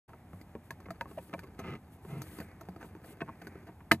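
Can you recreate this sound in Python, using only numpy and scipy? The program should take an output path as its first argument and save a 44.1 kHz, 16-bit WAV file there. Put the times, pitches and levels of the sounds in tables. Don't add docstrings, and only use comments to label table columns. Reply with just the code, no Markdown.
import sys
import numpy as np
from scipy import signal
from scipy.fft import rfft, irfft
from scipy.io import wavfile

SR = 44100
rng = np.random.default_rng(int(sys.argv[2]) if len(sys.argv) > 2 else 0)


def dump(signal):
    limited = np.clip(np.atleast_2d(signal).T, -1, 1)
    pcm = np.round(limited * 32767).astype(np.int16)
    wavfile.write(sys.argv[1], SR, pcm)


N = 176400
T = np.arange(N) / SR

# (pitch [Hz], t60 [s], level from the wall [dB], the catch [dB], the guides [dB])
BIN_MODES = [(95.4, 0.42, -7, -7, -2.5), (142.5, 0.13, -7.5, -7, -12), (181.4, 0.18, -3, -10.5, -6),
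             (227.3, .1, -5.5, -2, 3.5), (312, 0.04, -0.5, 4, 0), (380, 0.047, -6, -12, -2.5),
             (437.3, 0.038, -7.5, -5.5, -8), (550, 0.055, -7.5, -12, -7), (688, 0.035, 3.5, 0, 4.5),
             (941, 0.036, -1, -5, 0.5), (1079, 0.04, -7, -7, -3.5), (1273, 0.019, 7, 1.5, 10.5),
             (1525, 0.024, 5, -10, -1.5), (1642, 0.019, 0.5, 2, 3), (1779, 0.053, -3, -1, -5),
             (2034, 0.019, -2, 4.5, 8), (2344, 0.031, -5, -7, 1), (2582, 0.057, -10.5, -13.5, -2),
             (2947, 0.036, -28, -4, -31), (3950, 0.067, -25, -8, 1), (4710, 0.045, -15.5, -12, -5),
             (6230, .029, -19, -11, -2), (13300, .03, -25, -6, -26)]
REGISTER_EDGES = (0, 480, 1100, 3300)
# (frequency [Hz], relative level [dB])
RUMBLE_COLOUR = [(20, -24), (38, -14), (55, -5.5), (90, 2), (125, -8), (200, -7), (330, -16), (500, -23.5),
                 (750, -17.5), (1300, -29), (2200, -34), (3300, -45.5), (6000, -47)]
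# (frequency [Hz], relative level [dB])
HISS_COLOUR = [(1000, 6.5), (2300, 5), (3500, 4.5), (5500, -10.5), (7500, -3.5), (10000, 1), (13000, 4),
               (15000, 4)]
# (time [s], level before the register trims [dB])
FIDGET_LEVELS = [(.1, -63), (.6, -69.5), (.85, -58.5), (1.25, -54.5), (1.5, -55), (1.95, -63.5),
                 (2.3, -50.5), (2.55, -58.5), (2.95, -58.5), (3.4, -56), (3.65, -58), (3.87, -75)]
# (time [s], level [dB])
RUSTLE_LEVELS = [(.1, -73.5), (1.9, -85.5), (2.15, -72), (2.5, -65), (2.9, -79), (3.1, -71), (3.6, -65),
                 (3.85, -92)]
# (frequency [Hz], relative level [dB])
ARM_COLOUR = [(300, -11.5), (700, -3.5), (1300, -7), (1900, 0.5), (2400, -4), (3000, -27), (5000, -28.5)]
# (time [s], contact length [s], thud [dB], knock [dB], clack [dB], crack [dB], favoured pitch [Hz])
KNOCKS = [(0.092, 0.0063, -62, -59, -66, -74, 1030), (0.134, 0.002, -69, -58.5, -59.5, -89, 1100),
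          (0.333, 0.0022, -47, -55.5, -79, -78, 260), (0.413, 0.0034, -54, -79, -63, -63.5, 300),
          (0.5524, 0.0018, -42.5, -49.5, -59.5, -89, 355), (0.7066, 0.002, -50, -48, -45.5, -53, 1720),
          (0.803, 0.0018, -55.5, -61, -65.5, -68.5, 365), (0.857, 0.0055, -53.5, -56, -59.5, -84, 334),
          (0.886, 0.0059, -44, -53, -74, -88, 1060), (0.9055, 0.0031, -48, -43.5, -46, -56, 690),
          (1.0106, 0.00068, -50.5, -38.5, -39.5, -56, 2170), (1.057, 0.0015, -52, -52.5, -92, -83, 664),
          (1.113, 0.0035, -52.5, -57, -67, -71, 324), (1.182, 0.0049, -52.5, -46.5, -56.5, -81, 554),
          (1.3305, 0.003, -51, -53, -51, -75, 700), (1.3378, 0.0028, -41.5, -38.5, -44.5, -62, 2160),
          (1.392, 0.0012, -61, -59.5, -51.5, -58, 1490), (1.434, 0.0074, -52, -56, -61, -66, 365),
          (1.5914, 0.0064, -42, -46, -49.5, -55, 388), (2.049, 0.0014, -50, -58.5, -68, -83, 406),
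          (2.2186, 0.00073, -50.5, -60, -53, -49.5, 1360), (2.386, 0.0024, -46, -53, -58.5, -59, 327),
          (2.402, 0.0025, -45.5, -50, -53.5, -57, 320), (2.413, 0.0045, -49.5, -79, -56, -69, 1590),
          (2.61, 0.0034, -53, -53, -58.5, -60, 810), (2.687, 0.0013, -43.5, -50.5, -63, -64.5, 440),
          (2.762, 0.0013, -50, -55.5, -59, -70, 1250), (2.812, 0.0059, -58, -57, -54.5, -67, 1250),
          (2.828, 0.0048, -53, -61, -55, -68, 307), (2.846, 0.004, -51.5, -56.5, -78, -76, 264),
          (2.951, 0.0028, -53, -58, -85, -81, 310), (3.043, 0.0035, -71, -57, -62, -66.5, 1650),
          (3.2066, 0.0042, -55, -52, -48, -80, 2620), (3.212, 0.0032, -43.5, -51, -50, -78, 2560),
          (3.218, .002, -39.5, -41, -44.5, -71, 454), (3.279, 0.0081, -49, -50.5, -62.5, -87, 970),
          (3.291, 0.0044, -73, -48.5, -71, -85, 970), (3.417, 0.0059, -49, -54, -55.5, -63, 310),
          (3.47, 0.0029, -47, -53.5, -51, -58, 278), (3.555, 0.0028, -48.5, -59.5, -61, -80, 324),
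          (3.67, 0.008, -54.5, -56.5, -59.5, -68.5, 380), (3.688, 0.0042, -50, -55, -69, -83, 268),
          (3.806, 0.0033, -57, -59.5, -70, -92, 980)]
# (frequency [Hz], relative level [dB])
CRACK_COLOUR = [(2400, -8), (3300, -4), (3800, -3), (4500, 2.5), (5600, -6.5), (6800, -4), (9000, -6),
                (11000, -2.5), (13200, -2), (15000, 1)]
# (start [s], end [s], level [dB])
SKIN_SLIDES = [(0.282, 0.447, -70.5), (0.625, 0.704, -70), (1.06, 1.177, -62.5), (1.15, 1.307, -59.5),
               (1.27, 1.412, -68), (1.892, 1.98, -65.5), (2.012, 2.164, -62.5), (2.097, 2.246, -65.5),
               (2.176, 2.486, -57), (2.78, 2.91, -65), (3.022, 3.152, -58), (3.36, 3.495, -68.5)]
# (frequency [Hz], relative level [dB])
SKIN_COLOUR = [(1500, -15), (3200, 0), (4600, -5), (5400, -9), (6500, -6.5), (9000, 1.5), (12500, 2),
               (14500, 2)]
# (time [s], length [s], first pitch [Hz], last pitch [Hz], peak level [dB])
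CHIRPS_AND_RING = [(1.175, 0.019, 665, 520, -33), (2.399, 0.013, 13800, 13000, -53),
                   (2.832, .02, 6600, 9000, -65), (3.21, 0.048, 8600, 8450, -73)]
# (start [s], end [s], thud [dB], knock [dB], clack [dB], crack [dB])
GUIDE_RUBS = [(1.572, 1.724, -48.5, -55.5, -54, -71), (1.642, 1.781, -43.5, -55.5, -49.5, -69),
              (2.068, 2.239, -47, -53, -57, -69.5), (2.333, 2.45, -54, -55.5, -60, -74),
              (2.788, 2.87, -56.5, -60, -59, -77), (3.059, 3.157, -52, -65, -61.5, -84)]
# (start [s], end [s], pitch [Hz], level [dB])
JUDDERS = [(1.654, 1.77, 120.4, -47), (2.064, 2.236, 152, -43)]
# (time [s], half-width [s], pitch [Hz], peak level [dB])
CATCH_TICK = [(3.9144, 0.00045, 1580, -7.5)]
# (time [s], contact length [s], thud [dB], knock [dB], clack [dB], crack [dB], favoured pitch [Hz])
CATCH_HITS = [(3.9168, 0.0019, -25, -27, -21, -31, 4300), (3.9255, 0.0022, -47, -49, -54, -58, 280),
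              (3.945, .004, -45, -53, -52, -64, 310)]
# (frequency [Hz], left over right [dB], left phase lead [rad])
PORT_LOWS = [(450, 0, 0)]
# (frequency [Hz], left over right [dB], left phase lead [rad])
PORT_HIGHS = [(1220, 0, 0.12), (2250, -1.4, 0.44), (3200, 0, 2.22), (4400, -2.5, 1.92), (5200, -8.5, 2.16),
              (7350, 2.5, -0.39), (11000, 10, -0.22), (14700, 11, -0.58)]

CRACK_T60_S, CRACK_TAIL_T60_S, CRACK_TAIL_DB = 0.0093, 0.075, -3
CRACK_LIKENESS, CRACK_RING_DB = 0.53, -7
FAVOUR_DB, FAVOUR_WIDTH_OCTAVES = 13.5, 0.21


def from_db(db):
    return 10 ** (np.asarray(db) / 20)


def rms_one(x):
    return x / np.sqrt(np.mean(x ** 2) + 1e-20)


def mix(levels_db, layers):
    return sum(from_db(db) * layer for db, layer in zip(levels_db, layers))


def over_hz(points, size):
    hz, *columns = np.transpose(points)
    return [np.interp(np.log(np.fft.rfftfreq(size, 1 / SR) + 1), np.log(hz), c) for c in columns]


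def lowpass(x, hz):
    return signal.sosfilt(signal.butter(2, hz, fs=SR, output="sos"), x)


def noise(colour, likeness=1):
    mid, side = irfft(rfft(rng.standard_normal((2, N))) * from_db(over_hz(colour, N)[0]), N)
    return rms_one(np.sqrt(1 + likeness) * mid + np.sqrt(1 - likeness) * np.array([side, -side]))


def drift(per_s):
    return rms_one(np.interp(T * per_s, np.arange(2000), rng.standard_normal(2000)))


def decay(t, t60):
    return np.exp(-np.log(1000) * t / t60)


def stroke(start, end, fade_s=0.054):
    return np.sin(np.pi / 2 * np.clip(np.minimum(T - start, end - T) / fade_s, 0, 1))


def bin_ring(force, place, scatter_db=0, favoured_hz=None):
    registers = np.zeros((4, len(force)))
    force = force + 1e-18 * rng.standard_normal(len(force))
    for hz, t60, wall_db, catch_db, guides_db in BIN_MODES:
        db = dict(wall=wall_db, catch=catch_db, guides=guides_db)[place]
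        radius, angle = decay(1 / SR, t60), 2 * np.pi * hz / SR
        mode = signal.lfilter([1, 0, -1], [1, -2 * radius * np.cos(angle), radius ** 2], force)
        mode = rms_one(lowpass(mode, min(1.6 * hz, .45 * SR)))
        if favoured_hz:
            db += FAVOUR_DB * np.exp(-(np.log2(hz / favoured_hz) / FAVOUR_WIDTH_OCTAVES) ** 2)
        registers[np.searchsorted(REGISTER_EDGES, hz) - 1] += mode * from_db(db + scatter_db * rng.normal())
    return [rms_one(register) for register in registers]


def crack(burst, high_modes):
    return rms_one(rms_one(burst) + from_db(CRACK_RING_DB) * high_modes)


def friction(place, slips_per_s, spread_db):
    slips = (rng.random(N) < slips_per_s / SR) * rng.choice([-1, 1], N)
    force = slips * from_db(spread_db * np.minimum(rng.exponential(1, N), 4))
    grain = np.sqrt(signal.lfilter([1], [1, -decay(2 / SR, CRACK_T60_S)], force ** 2) + 1e-12)
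    *lows, high = bin_ring(force, place)
    return lows + [crack(grain * noise(CRACK_COLOUR, CRACK_LIKENESS), high)]


def cabin_bed(rumble_db=-54, waver_db=0.5, hiss_db=-73):
    rumble = from_db(rumble_db + waver_db * drift(8.1)) * noise(RUMBLE_COLOUR)
    return rumble + from_db(hiss_db) * noise(HISS_COLOUR, likeness=0.19)


def fidgeting(register_trims_db=(-3, -21, -12.5, -20.5)):
    creaks = mix(register_trims_db, friction("wall", slips_per_s=350, spread_db=4))
    return from_db(np.interp(T, *np.transpose(FIDGET_LEVELS))) * creaks


def arm_rustle(flutter_db=3.5):
    level_db = np.interp(T, *np.transpose(RUSTLE_LEVELS)) + flutter_db * drift(24.62)
    return from_db(level_db) * noise(ARM_COLOUR, likeness=0.9)


def knocks(hits, place, scatter_db, grit_db, slips_per_s=1100):
    out = np.zeros((2, N + SR))
    size, lead = SR // 5, SR // 100
    t = T[:size] - lead / SR
    age = np.maximum(t, 0)
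    bright = noise(CRACK_COLOUR, CRACK_LIKENESS)
    gain = np.sqrt(.025 * SR / size)
    for time, length, *levels_db, favoured_hz in hits:
        touch = np.exp(-(t / length - .5) ** 2 / 2) * (t >= 0)
        force = (rng.random(size) < slips_per_s / SR) * rng.normal(0, from_db(grit_db), size) * touch
        force[lead] += 1
        *lows, high = bin_ring(force, place, scatter_db, favoured_hz)
        attack = 1 + np.tanh(2 * t / length - .5)
        fade = decay(age, CRACK_T60_S + length) + from_db(CRACK_TAIL_DB) * decay(age, CRACK_TAIL_T60_S)
        burst = np.roll(bright, rng.integers(N), axis=1)[:, :size] * attack * fade
        start = int(time * SR) - lead
        out[:, start:start + size] += gain * mix(levels_db, lows + [crack(burst, high)])
    return out[:, :N]


def scratchy(hiss, band_hz=650, depth_db=1.5, catches_per_s=130):
    spectrum, hz = rfft(hiss), np.fft.rfftfreq(N, 1 / SR)
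    band = np.clip((15080 - hz) // band_hz, 0, 13)
    layers = [irfft(spectrum * (band == k), N) for k in np.unique(band)]
    return rms_one(sum(layer * from_db(depth_db * drift(catches_per_s)) for layer in layers))


def skin_slides(peak_share=0.56, flutter_db=1.56):
    power = np.zeros(N)
    for start, end, db in SKIN_SLIDES:
        speed = np.interp(T, [start, start + peak_share * (end - start), end], [0, 1, 0])
        power += (from_db(db) * np.sin(np.pi / 2 * speed)) ** 2
    level = np.sqrt(power) * from_db(flutter_db * drift(70))
    return level * scratchy(noise(SKIN_COLOUR, likeness=0.71))


def chirps_and_ring(jitter=0.0098):
    out = np.zeros(N)
    for time, length, first_hz, last_hz, db in CHIRPS_AND_RING:
        progress = np.clip((T - time) / length, 0, 1)
        hz = (first_hz + (last_hz - first_hz) * progress) * (1 + jitter * drift(400))
        envelope = np.sin(np.pi * progress ** 0.5) ** 2
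        out += from_db(db) * envelope * np.sin(2 * np.pi * np.cumsum(hz) / SR)
    return out


def guide_rubs():
    registers = friction("guides", slips_per_s=1000, spread_db=2.5)
    return sum(stroke(start, end) * mix(levels_db, registers) for start, end, *levels_db in GUIDE_RUBS)


def bin_judder(jitter=0.144, flutter_db=3):
    out = np.zeros(N)
    for start, end, centre_hz, db in JUDDERS:
        hz = centre_hz * (1 + jitter * drift(120))
        tone = np.sin(2 * np.pi * np.cumsum(hz) / SR) * from_db(flutter_db * drift(59.44))
        out += from_db(db) * rms_one(tone) * stroke(start, end)
    return out


def catch_snap(tick_noise_db=-23):
    (time, width, hz, db), = CATCH_TICK
    t = T - time
    tick = np.cos(2 * np.pi * hz * t) + from_db(tick_noise_db) * noise(CRACK_COLOUR, CRACK_LIKENESS)
    envelope = np.exp(-np.abs(t / width) ** 1.54 / 2)
    return from_db(db) * tick * envelope + knocks(CATCH_HITS, "catch", scatter_db=.3, grit_db=-27)


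def cabin_reflections(x, t60_s=0.054, send_db=-11, dull_hz=1140):
    t = T[:SR // 3]
    tail = lowpass(rng.standard_normal(len(t)), dull_hz) * decay(t, t60_s) * (t > .004)
    tail *= np.sqrt(2 * dull_hz / SR / np.sum(tail ** 2))
    return from_db(send_db) * signal.fftconvolve(x, tail[None], axes=1)[:, :N]


def scene():
    box = knocks(KNOCKS, "wall", scatter_db=7, grit_db=-4.5) + catch_snap()
    box += guide_rubs() + bin_judder()
    box += fidgeting() + skin_slides() + chirps_and_ring() + arm_rustle()
    return box + cabin_reflections(box) + cabin_bed()


def record(dry):
    start_s, low_cut_hz, high_cut_hz = 0.079, 55, 15080
    size = N + SR // 10
    balance_db, phase = over_hz(PORT_LOWS + PORT_HIGHS, size)
    ports = from_db([balance_db / 2, -balance_db / 2]) * np.exp(1j * np.array([phase / 2, -phase / 2]))
    ports /= np.sqrt(np.mean(abs(ports) ** 2, axis=0))
    fade_in = np.clip((T - start_s) / .005, 0, 1)
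    heard = irfft(rfft(dry, size) * ports, size)[:, :N] * fade_in
    heard = signal.sosfilt(signal.butter(2, low_cut_hz, "high", fs=SR, output="sos"), heard)
    return signal.sosfilt(signal.cheby2(16, 70, high_cut_hz, fs=SR, output="sos"), heard)


dry = scene()
out = record(dry)
dump(out)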